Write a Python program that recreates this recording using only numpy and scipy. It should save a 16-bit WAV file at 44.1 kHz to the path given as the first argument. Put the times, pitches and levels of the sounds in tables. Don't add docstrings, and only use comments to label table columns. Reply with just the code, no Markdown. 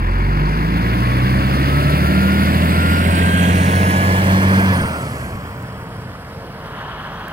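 import sys
import numpy as np
from scipy import signal
from scipy.io import wavfile
from scipy.ndimage import map_coordinates

SR = 44100
rng = np.random.default_rng(int(sys.argv[2]) if len(sys.argv) > 2 else 0)


def undo_db(level):
    steps = np.asarray(level, float) / 20
    return 10 ** steps


def wav_record(signal):
    frames = np.transpose(np.atleast_2d(signal))
    bounded = np.clip(frames, -1, 1)
    quanta = np.round(bounded * 32767).astype(np.int16)
    wavfile.write(sys.argv[1], SR, quanta)


N = 322812
SECONDS = np.arange(N) / SR


def rms_one(x):
    return x / np.sqrt(np.mean(x ** 2) + 1e-20)


def in_time(rows):
    s, *columns = np.transpose(rows)
    return [np.interp(SECONDS, s, column) for column in columns]


def at_hz(points, hz, axis=1):
    table = np.array(points)
    return np.interp(np.log(hz), np.log(table[:, 0]), table[:, axis])


def drift(rate):
    r = np.exp(-64 * np.pi * rate / SR)
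    noise = rng.standard_normal(N // 32 + 2002)
    slow = signal.lfilter([1], [1, -2 * r, r * r], noise)[2000:]
    return np.interp(np.arange(N) / 32, np.arange(len(slow)), rms_one(slow))


def follows(law, thrust_db, air_db, rolling_db, side):
    level_db, thrust_share, air_share, rolling_share, swing_db = law
    engine_db = thrust_share * thrust_db + air_share * air_db
    return level_db + engine_db + rolling_share * rolling_db + swing_db * side


def ringing_db(modes, hz):
    power = sum(undo_db(db) ** 2 / (1 + (2 * (hz - top) / width) ** 2) ** 2 for top, width, db in modes)
    return 10 * np.log10(power)


def bell(s, length):
    return np.exp(-((SECONDS - s) / length) ** 2)


def fades_db(rows):
    return sum(db * bell(s, length) for s, length, db in rows)


def swell_db(times, top_db, left_db):
    return np.interp(SECONDS, np.cumsum(times), [top_db - 15.5, top_db, top_db, left_db])


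def resonance(hz, width):
    r = np.exp(-np.pi * width / SR)
    return (1 - r * r) / 2 * np.array([1, 0, -1]), [1, -2 * r * np.cos(2 * np.pi * hz / SR), r * r]


def tone(turns, level_db, wobble_db, rate=9.6):
    strength = np.sqrt(2) * undo_db(level_db + wobble_db * drift(rate))
    return strength * np.sin(2 * np.pi * (turns + rng.random()))


# (frequency [Hz], beside [dB], passing [dB], ahead [dB])
SHADE = [(100, -7, -1, 0), (400, 0.5, -0.5, -1), (686, 1, 3, -1), (1010, 3.5, 2.5, 1.5), (1590, 4, 1, -2.5),
         (2310, 0, -12.5, -5), (3330, 2, -12, 17), (3925, 5, -0.5, -8), (4390, -14.5, 10, 18),
         (5670, 10, -27, -3.5), (9200, -11, -1.5, 6), (15500, -7.5, -4, 2)]


def shade_db(hz, side):
    beside, passing, ahead = (at_hz(SHADE, hz, axis=k) for k in range(1, 4))
    near = beside * np.clip(1 - side, 0, 1)
    far = ahead * np.clip(side - 1, 0, 1)
    return near + passing * (1 - abs(side - 1)) + far


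def placed(x, hz, side):
    half_db = shade_db(hz, side) / 2
    return x * undo_db(np.array([half_db, -half_db]))


MAIN_ORDERS = (1, 2, 3)
# (level [dB], thrust share [dB/dB], air share [dB/dB], rolling share [dB/dB], swing to the tail [dB])
MAIN_LAWS = [(0, 1.05, -0.00086, .01, .1), (-5.5, 1.1, -0.039, .01, 0.12), (-11, 0.98, -0.16, .01, 1.2)]
UNEVEN_LAW = (4, 0.43, 0.2, 0.2, -2.5)
# (time [s], length [s], loss [dB])
CANCELS = [
    [(5.25, 0.16, -11)],
    [(.47, 0.097, 12), (2.25, 0.27, 5), (2.85, 0.23, 3.5), (5.15, 0.1, -10)],
    [(.05, 0.22, 8.5), (1.1, 0.19, 6.5)],
]
# (frequency [Hz], width [Hz], level [dB])
SILENCER = [(44.8, 14.6, -15.5), (62.3, 33, -24.5), (84.6, 35, -17.5), (96.6, 13, -21), (124, 19, -12),
            (145.5, 18, -11.5), (164.2, 24, -14.5), (177.6, 9.8, -14), (191.9, 13.6, -10.5), (240, 13, -17),
            (263.7, 21, -17.5), (288.9, 11, -23)]
# (frequency [Hz], level [dB])
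PIPE = [(30, -5), (90, -2.5), (125, -1), (160, -0.5), (192, 8), (225, -2.5), (290, 0.5), (350, -10),
        (450, -10.5), (700, 16.5)]
# (multiple of the firing rate, level [dB], gain per octave below full speed [dB])
UNEVEN = [(.5, -40.5, .1), (1.333, -43, .1), (1.5, -29, -0.5), (1.833, -48, .1), (2.167, -34.5, -1),
          (2.333, -35.5, -2), (2.833, -40, 2), (3.167, -39, 2), (3.333, -39.5, -3), (3.5, -40.5, 12),
          (3.833, -42.5, 0), (4.0, -33.5, -3.5), (4.5, -36.5, 5.5), (5.0, -38, 8), (5.333, -39, -2)]
# (frequency [Hz], level [dB])
PANEL = [(100, -29), (140, -41), (180, -41), (185, -21.5), (194, -13), (204, -22.5), (222, -32), (240, -49)]
FAINT_SIXTHS = (10, 16, 22, 25, 28, 31, 35)


def exhaust(hz, turns, drive):
    full_speed_hz, faint_db = 90, -45
    panel_order, panel_thrust_share = 2.5, 1.4
    fan_order, fan_db = 1.79, -31
    load_db = follows(UNEVEN_LAW, *drive)
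    out = np.zeros(N)
    for order, law, cancels in zip(MAIN_ORDERS, MAIN_LAWS, CANCELS):
        level_db = follows(law, *drive) + ringing_db(SILENCER, order * hz) - fades_db(cancels)
        out += tone(order * turns, level_db, wobble_db=0.88)
    panel_db = panel_thrust_share * drive[0] + at_hz(PANEL, panel_order * hz)
    out += tone(panel_order * turns, panel_db, wobble_db=0.9)
    out += tone(fan_order * turns, fan_db + load_db + at_hz(PIPE, fan_order * hz), wobble_db=0.0)
    octaves_below = np.log2(full_speed_hz / hz)
    faint = [(k / 6, faint_db, 0) for k in FAINT_SIXTHS]
    for multiple, level_db, slow_db in list(UNEVEN) + faint:
        order = round(6 * multiple) / 6
        heard_db = level_db + slow_db * octaves_below + load_db + at_hz(PIPE, order * hz)
        out += tone(order * turns, heard_db, wobble_db=1.6, rate=3.0)
    return out * undo_db(np.array([[-.45], [.45]]))


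GEAR_MESH = (16.71, 18.29, 8.33, 25.04)
# (level [dB], thrust, air and rolling shares [dB/dB], swing to the tail [dB])
GEAR_LAWS = [(1, 0.75, 0.18, .01, -0.8), (0.9, 0.65, 0.33, .01, 0.15), (2.5, 0.59, 0.11, .01, -6),
             (-11, 0.33, 0.41, .01, 2)]
# (time [s], length [s], loss [dB])
GEAR_FADES = [
    [(1.4, .2, -5), (3.15, 0.13, 8), (3.75, 0.11, -1), (4.45, .12, 4), (5.0, 0.25, -4)],
    [(.5, 0.55, 6), (2.65, .15, 5), (2.95, .08, -1), (3.55, 0.092, 2), (4.1, .35, 1), (4.62, .08, 5),
     (5.0, 0.16, -6), (5.42, 0.097, -5)],
    [(1.5, .6, -4), (2.35, .15, 5), (2.95, .1, -9), (5.22, .08, -6)],
    [(1.5, .4, 8), (3.3, .3, 1), (4.3, .15, 6), (5.25, .1, -5)],
]
# (frequency [Hz], width [Hz], level [dB])
CASING = [(420, 220, -39.5), (610, 69, -34), (915, 91, -26), (1100, 47, -23.5), (1165, 60, -32),
          (1317, 120, -27), (1414, 86, -25.5), (1513, 65, -32), (1606, 49, -21.5), (1712, 114, -24),
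          (1950, 170, -32), (2410, 220, -27.5)]
# (frequency [Hz], width [Hz], level [dB])
OCTAVE_PEAK = [(3260, 130, 6), (3490, 160, 2), (3000, 3000, -0.5)]


def gears(hz, turns, drive):
    octave_db = -18
    hidden_until_s, hidden_db = 2.76, 11
    mesh_slack_turns, overrun_slack_turns = .04, .2
    levels_db = []
    for order, law, fades in zip(GEAR_MESH, GEAR_LAWS, GEAR_FADES):
        levels_db.append(follows(law, *drive) + ringing_db(CASING, order * hz) - fades_db(fades))
    levels_db[0] = levels_db[0] - hidden_db * np.clip((hidden_until_s - SECONDS) / .15, 0, 1)
    first, second = 2 * GEAR_MESH[0], 2 * GEAR_MESH[1]
    meshes = list(zip(GEAR_MESH, levels_db))
    meshes.append((first, levels_db[0] + octave_db))
    meshes.append((second, levels_db[1] + octave_db + ringing_db(OCTAVE_PEAK, second * hz)))
    slack = np.interp(drive[0], [-10, -2], [overrun_slack_turns, mesh_slack_turns])
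    out = 0
    for order, level_db in meshes:
        mesh = tone(order * turns + slack * drift(15.0), level_db, wobble_db=1.2, rate=8.0)
        out = out + placed(mesh, order * hz, drive[-1])
    return out


# (frequency [Hz], density [dB per Hz])
ROAR = [(100, -45), (200, 0.5), (300, -6), (420, -5), (560, -1.5), (680, -0.5), (800, -10), (1000, -43),
        (1500, -50.5)]
DRUM = [(200, -45), (400, -3), (700, -6), (1000, 3.5), (1300, 0), (1600, 0.5), (2200, -8.5), (3200, -20),
        (3900, -41), (5000, -19.5), (6200, -49)]
CLATTER = [(600, -45), (1200, -46.5), (1900, 3.5), (2400, -2.5), (3100, -5.5), (3700, -13), (4600, -6),
           (5600, -8.5), (7000, -86)]
HISS = [(4000, 10), (6200, 3), (7500, 0.5), (9000, 1.5), (10500, -0.5), (12700, 0), (14500, -2),
        (16000, -3)]
RUMBLE = [(30, -23), (55, -5), (80, 5.5), (125, 8), (170, 1.5), (230, -6), (300, -23), (400, -32)]
BOOM = [(120, -45), (200, -9.5), (270, 8.5), (330, 4.5), (400, -5), (500, -30), (800, -37.5)]
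TREAD = [(1400, -12), (2000, -5), (2550, 4.5), (3100, -4), (3800, -8), (5100, -3), (6100, -17), (8000, -34)]
SCRUB = [(600, -8), (900, 3.5), (1300, 2), (1700, 1), (2200, -11), (3000, -6), (3600, -14.5), (4200, -44)]
SIGH = [(5000, -25), (7000, 1), (8500, 0), (10500, -3), (12000, -6), (14000, -20)]
NIGHT = [(28, -4), (40, 3), (70, -12), (300, -4), (1500, -18), (3100, -33), (5000, -36), (8000, -60)]
# (level [dB], thrust, air and rolling shares [dB/dB], swing to the tail [dB])
ROAR_LAW = (-25, 0.16, 0.42, 0.21, 1.03)
DRUM_LAW = (-24.5, 0.55, 0.0345, 0.03, 2)
CLATTER_LAW = (-26, 0.43, 0.19, .1, -1.5)
HISS_LAW = (-27, 0.2, 0.75, -0.05, 0.22)
RUMBLE_LAW = (-24.5, 0.06, 0, 0.87, 0.5)
BOOM_LAW = (-24, 0.5, 0.17, 0, -6)
TREAD_LAW = (-33, 0.5, 0.5, .15, -0.6)
# (start [s], attack [s], hold [s], release [s])
SCRUB_TIMES = (6.5, 0.27, 0.13, .5)
SIGH_TIMES = (4.85, .15, 0.19, 0.66)
# (frequency [Hz], likeness [0-1])
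LIKENESS = [(100, .995), (500, .97), (1000, .97), (1500, .96), (2500, .88), (4000, .78), (8000, .62),
            (15000, .6)]


def broad_noise(turns, drive):
    scrub_db, scrub_left_db, sigh_db, night_db = -30, -33, -41, -47
    sources = [   # colour, level [dB], depth of throb [0-1]
        (ROAR, follows(ROAR_LAW, *drive), 0.00082),
        (DRUM, follows(DRUM_LAW, *drive), 0.082),
        (CLATTER, follows(CLATTER_LAW, *drive), 0.18),
        (HISS, follows(HISS_LAW, *drive), 0.018),
        (RUMBLE, follows(RUMBLE_LAW, *drive), 0.06),
        (BOOM, follows(BOOM_LAW, *drive), 0.11),
        (TREAD, follows(TREAD_LAW, *drive), 0.03),
        (SCRUB, swell_db(SCRUB_TIMES, scrub_db, scrub_left_db), 0),
        (SIGH, swell_db(SIGH_TIMES, sigh_db, sigh_db - 25), 0),
        (NIGHT, night_db, 0)]
    edges = 28 * 2 ** (np.arange(29) / 3)
    centres = np.sqrt(edges[1:] * edges[:-1])
    knock = np.cos(2 * np.pi * turns)
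    shares, powers = [], []
    for colour, level_db, depth in sources:
        band_power = undo_db(at_hz(colour, centres)) ** 2 * np.diff(edges)
        shares.append(band_power / band_power.sum())
        powers.append((undo_db(level_db) * (1 + depth * knock)) ** 2)
    out, gust, white = 0, drift(21.0), rng.standard_normal((2, 2, N))
    for k, hz in enumerate(centres):
        band = signal.butter(2, [edges[k], min(edges[k + 1], .45 * SR)], "band", fs=SR, output="sos")
        mid, apart = (rms_one(v) for v in signal.sosfilt(band, white[k % 2]))
        power = sum(p * share[k] for p, share in zip(powers, shares))
        patchy_db = np.interp(np.log2(hz), [8, 14], [.3, 1.6]) * (0.28 * gust + drift(30.0))
        alike = np.clip(at_hz(LIKENESS, hz), 0, 1)
        pair = np.sqrt((1 + alike) / 2) * mid + np.sqrt((1 - alike) / 2) * apart * [[1], [-1]]
        out = out + placed(pair * np.sqrt(power) * undo_db(patchy_db), hz, drive[-1])
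    return out


# (frequency [Hz], width [Hz], middle [s], length [s], level [dB])
GROOVES = [
    (2480, 220, 5.2, .45, -48),
    (3150, 430, 7.0, .35, -52),
    (515, 82, .12, .12, -41),
    (530, 120, 6.5, 0.23, -43),
    (187, 16, 1.4, .6, -29),
    (280, 45, 1.85, .35, -30),
    (4900, 700, 6.4, .9, -58),
    (2200, 500, .2, .4, -42),
]


def grooves(side):
    out = 0
    for hz, width, s, length, level_db in GROOVES:
        ring = rng.standard_normal(N)
        for _ in range(2):
            ring = signal.lfilter(*resonance(hz, width), ring)
        out = out + placed(undo_db(level_db) * bell(s, length) * rms_one(ring), hz, side)
    return out


# (time [s], peak level [dB])
TICKS = [
    (.486, -38),
    (1.005, -25),
    (1.751, -28),
    (3.4655, -25),
    (4.78, -28),
    (4.886, -30),
    (5.6252, -28),
    (6.6414, -42),
    (7.246, -37),
    (7.2825, -26),
]


def ticks():
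    out, decay = np.zeros((2, N)), np.exp(-np.arange(200) / (0.0017 * SR))
    for s, peak_db in TICKS:
        start = round(s * SR)
        out[:, start:start + 200] += undo_db(peak_db - 9) * decay * rng.standard_normal(200)
    return signal.sosfilt(signal.butter(1, 5000, "high", fs=SR, output="sos"), out)


# (time [s], frequency [Hz], level [dB])
TURBO = [
    (2.2, 6920, -50),
    (2.6, 8100, -44),
    (3.0, 8560, -37),
    (3.8, 9266, -34),
    (4.05, 9426, -42),
    (4.68, 9780, -50),
    (4.76, 9194, -35),
    (5.0, 7950, -44.5),
    (5.2, 7340, -55),
]


def turbo(side):
    hz, level_db = in_time([(1.6, 6710, -85)] + list(TURBO) + [(5.4, 6900, -80)])
    blur = signal.lfilter([.02], [1, -.98], rng.standard_normal(N))
    turns = np.cumsum(hz + 25 * drift(30.0)) / SR + .12 * rms_one(blur)
    turns = turns + .3 * np.array([drift(25.0), drift(25.0)])
    return placed(tone(turns, level_db, wobble_db=2.5, rate=76.0), hz, side)


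# (time [s], peak level [dB])
GULPS = [
    (4.818, -10),
    (4.853, -12),
    (5.356, -19),
    (5.455, -22),
    (5.83, -23),
    (5.988, -26),
    (6.375, -24),
]


def gulps():
    pipe_hz, t60_s = 150, .03
    t, out = np.arange(2000) / SR, np.zeros(N)
    dip = -np.sin(2 * np.pi * pipe_hz * t) * undo_db(-60 * t / t60_s)
    for s, peak_db in GULPS:
        start = round((s - .25 / pipe_hz) * SR)
        out[start:start + len(t)] += undo_db(peak_db) * dip / -dip.min()
    return out


# (time [s], frequency [Hz], level [dB])
AXLE = [
    (5.4, 462, -61),
    (5.55, 456, -46),
    (6.0, 449.5, -44.5),
    (6.15, 460.8, -56),
    (6.35, 459.7, -46),
    (6.85, 435.4, -46),
    (7.1, 422, -51),
]


def axle():
    hz, level_db = in_time([(5, 469, -76)] + list(AXLE))
    return tone(np.cumsum(hz) / SR, level_db, wobble_db=1.5)


def notched(x, notches, swing):
    for hz, width, beside, ahead in notches:
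        depth = np.clip(beside + (ahead - beside) * swing, 0, .95)
        x = x - depth * signal.lfilter(*resonance(hz, width), x)
    return x


# (time [s], frequency [Hz], depth [0-1])
RIGHT_NOTCH = [(0, 6660, 0.68), (2.4, 6840, 0.75), (3, 6164, 0.75), (3.5, 4650, 0.94), (4, 4030, 0.95),
               (4.8, 4100, 0.77), (5.4, 3600, 0.6), (5.8, 3370, 0.5), (6.1, 2530, 0.31), (7.32, 2380, 0.4)]


def sinking_notch(x, share):
    hz, depth = in_time(RIGHT_NOTCH)
    out, state = x.copy(), np.zeros(2)
    for i in range(0, N, 256):
        band, state = signal.lfilter(*resonance(hz[i], share * hz[i]), x[i:i + 256], zi=state)
        out[i:i + 256] -= np.clip(depth[i], 0, .95) * band
    return out


# (frequency [Hz], width [Hz], depth beside [0-1], depth ahead [0-1])
LEFT_NOTCHES = [(2240, 660, 0.14, 0.89), (3604, 660, 0.85, 0.68), (5700, 2640, 0.69, 0.71),
                (6300, 700, 0.15, 0.3), (9100, 670, 0.4, 0.6), (11100, 1400, 0, 0.56),
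                (12800, 1500, 0.05, 0.7)]
RIGHT_NOTCHES = [(5280, 1570, 0.81, .05), (7080, 1300, .05, 0.67), (9300, 500, 0.044, 0.38),
                 (12700, 2500, 0.34, 0.65)]


def microphones(left, right, lag, low_lag, side):
    low_band = signal.butter(2, [650, 1950], "band", fs=SR, output="sos")
    low = signal.sosfiltfilt(low_band, left)
    bass = signal.sosfiltfilt(signal.butter(2, 650, fs=SR, output="sos"), left - low)
    treble = left - low - bass
    delayed = 0
    for band, delay in ((bass, 0.78 * lag), (low, low_lag), (treble, lag)):
        delayed = delayed + map_coordinates(band, [np.arange(N) - delay], mode="nearest")
    left = notched(delayed, LEFT_NOTCHES, np.clip(0.58 * side, 0, .85))
    right = sinking_notch(notched(right, RIGHT_NOTCHES, side / 2), share=0.72)
    return np.array([left, right])


# (time [s], firing rate [Hz], thrust as heard [dB], air flow through the engine [dB])
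DRIVE = [(0, 42.35, -2, -37.5), (.45, 49.82, 0.5, -24), (.9, 57.5, 0.5, -13), (1.35, 64.4, 0, -9),
         (1.8, 71.7, 0.5, -4.5), (2.25, 77.43, -1, -2.5), (2.75, 82.87, 0, -1), (3.3, 87.36, -0.5, -2),
         (3.85, 91.64, 0.5, 0.5), (4.3, 94.8, -0.5, 1), (4.6, 96.3, 0, -0.5), (4.72, 93.8, 0, -1),
         (4.9, 80.9, -10.5, -5.5), (5.05, 71.4, -17, -8), (5.25, 63.8, -21, -13), (5.5, 56.93, -23.5, -25),
         (6.1, 52.34, -28.5, -22), (7.32, 47.36, -25, -21.5)]
# (time [s], level [dB])
ROLLING = [
    (0, -20),
    (1, -9.5),
    (1.6, -3),
    (3, -4.5),
    (4, -1),
    (4.7, -3.5),
    (5.3, -5.5),
    (6.2, -10.5),
    (6.6, -12.5),
    (7.32, -15),
]
# (time [s], left lag [samples], middle-pitch lag [samples], 0 = beside / 1 = passing / 2 = ahead)
BEARING = [(0, 20.2, 17, 0.076), (1.2, 20.5, 20.4, 0.25), (1.9, 19.9, 19.9, 0.3), (2.75, 19.04, 19.4, 0.35),
           (3.5, 15.2, 18.4, 1.1), (4, 12.4, 16.4, 1.62), (4.4, 9.7, 13.3, 1.6), (4.75, 8.6, 10.6, 1.69),
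           (5.25, 7.2, 9.5, 1.76), (5.75, 5.17, 5.94, 2.33), (6.4, 4.05, 4.3, 2.55), (7.32, 3.1, 2.9, 2.2)]


def scene():
    hz, thrust_db, air_db = in_time(DRIVE)
    lag, low_lag, side = in_time(BEARING)
    side = np.clip(side, 0, 2)
    turns = np.cumsum(hz) / SR
    drive = thrust_db, air_db, *in_time(ROLLING), side
    bus = exhaust(hz, turns, drive) + gears(hz, turns, drive) + broad_noise(turns, drive)
    bus = bus + grooves(side) + turbo(side) + gulps() + axle()
    left, right = bus
    return microphones(left, right, lag, low_lag, side) + ticks()


def top_cut(x):
    return signal.sosfilt(signal.butter(12, 15850, fs=SR, output="sos"), x)


def record(dry):
    ceiling, cutoff_hz = .9, 15800
    pushed = dry / ceiling
    limited = ceiling * np.tanh(pushed * (1 + pushed ** 2 / 4))
    mix = signal.sosfilt(signal.ellip(10, .5, 40, cutoff_hz, fs=SR, output="sos"), limited)
    return top_cut(mix)


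dry = scene()
out = record(dry)
wav_record(out)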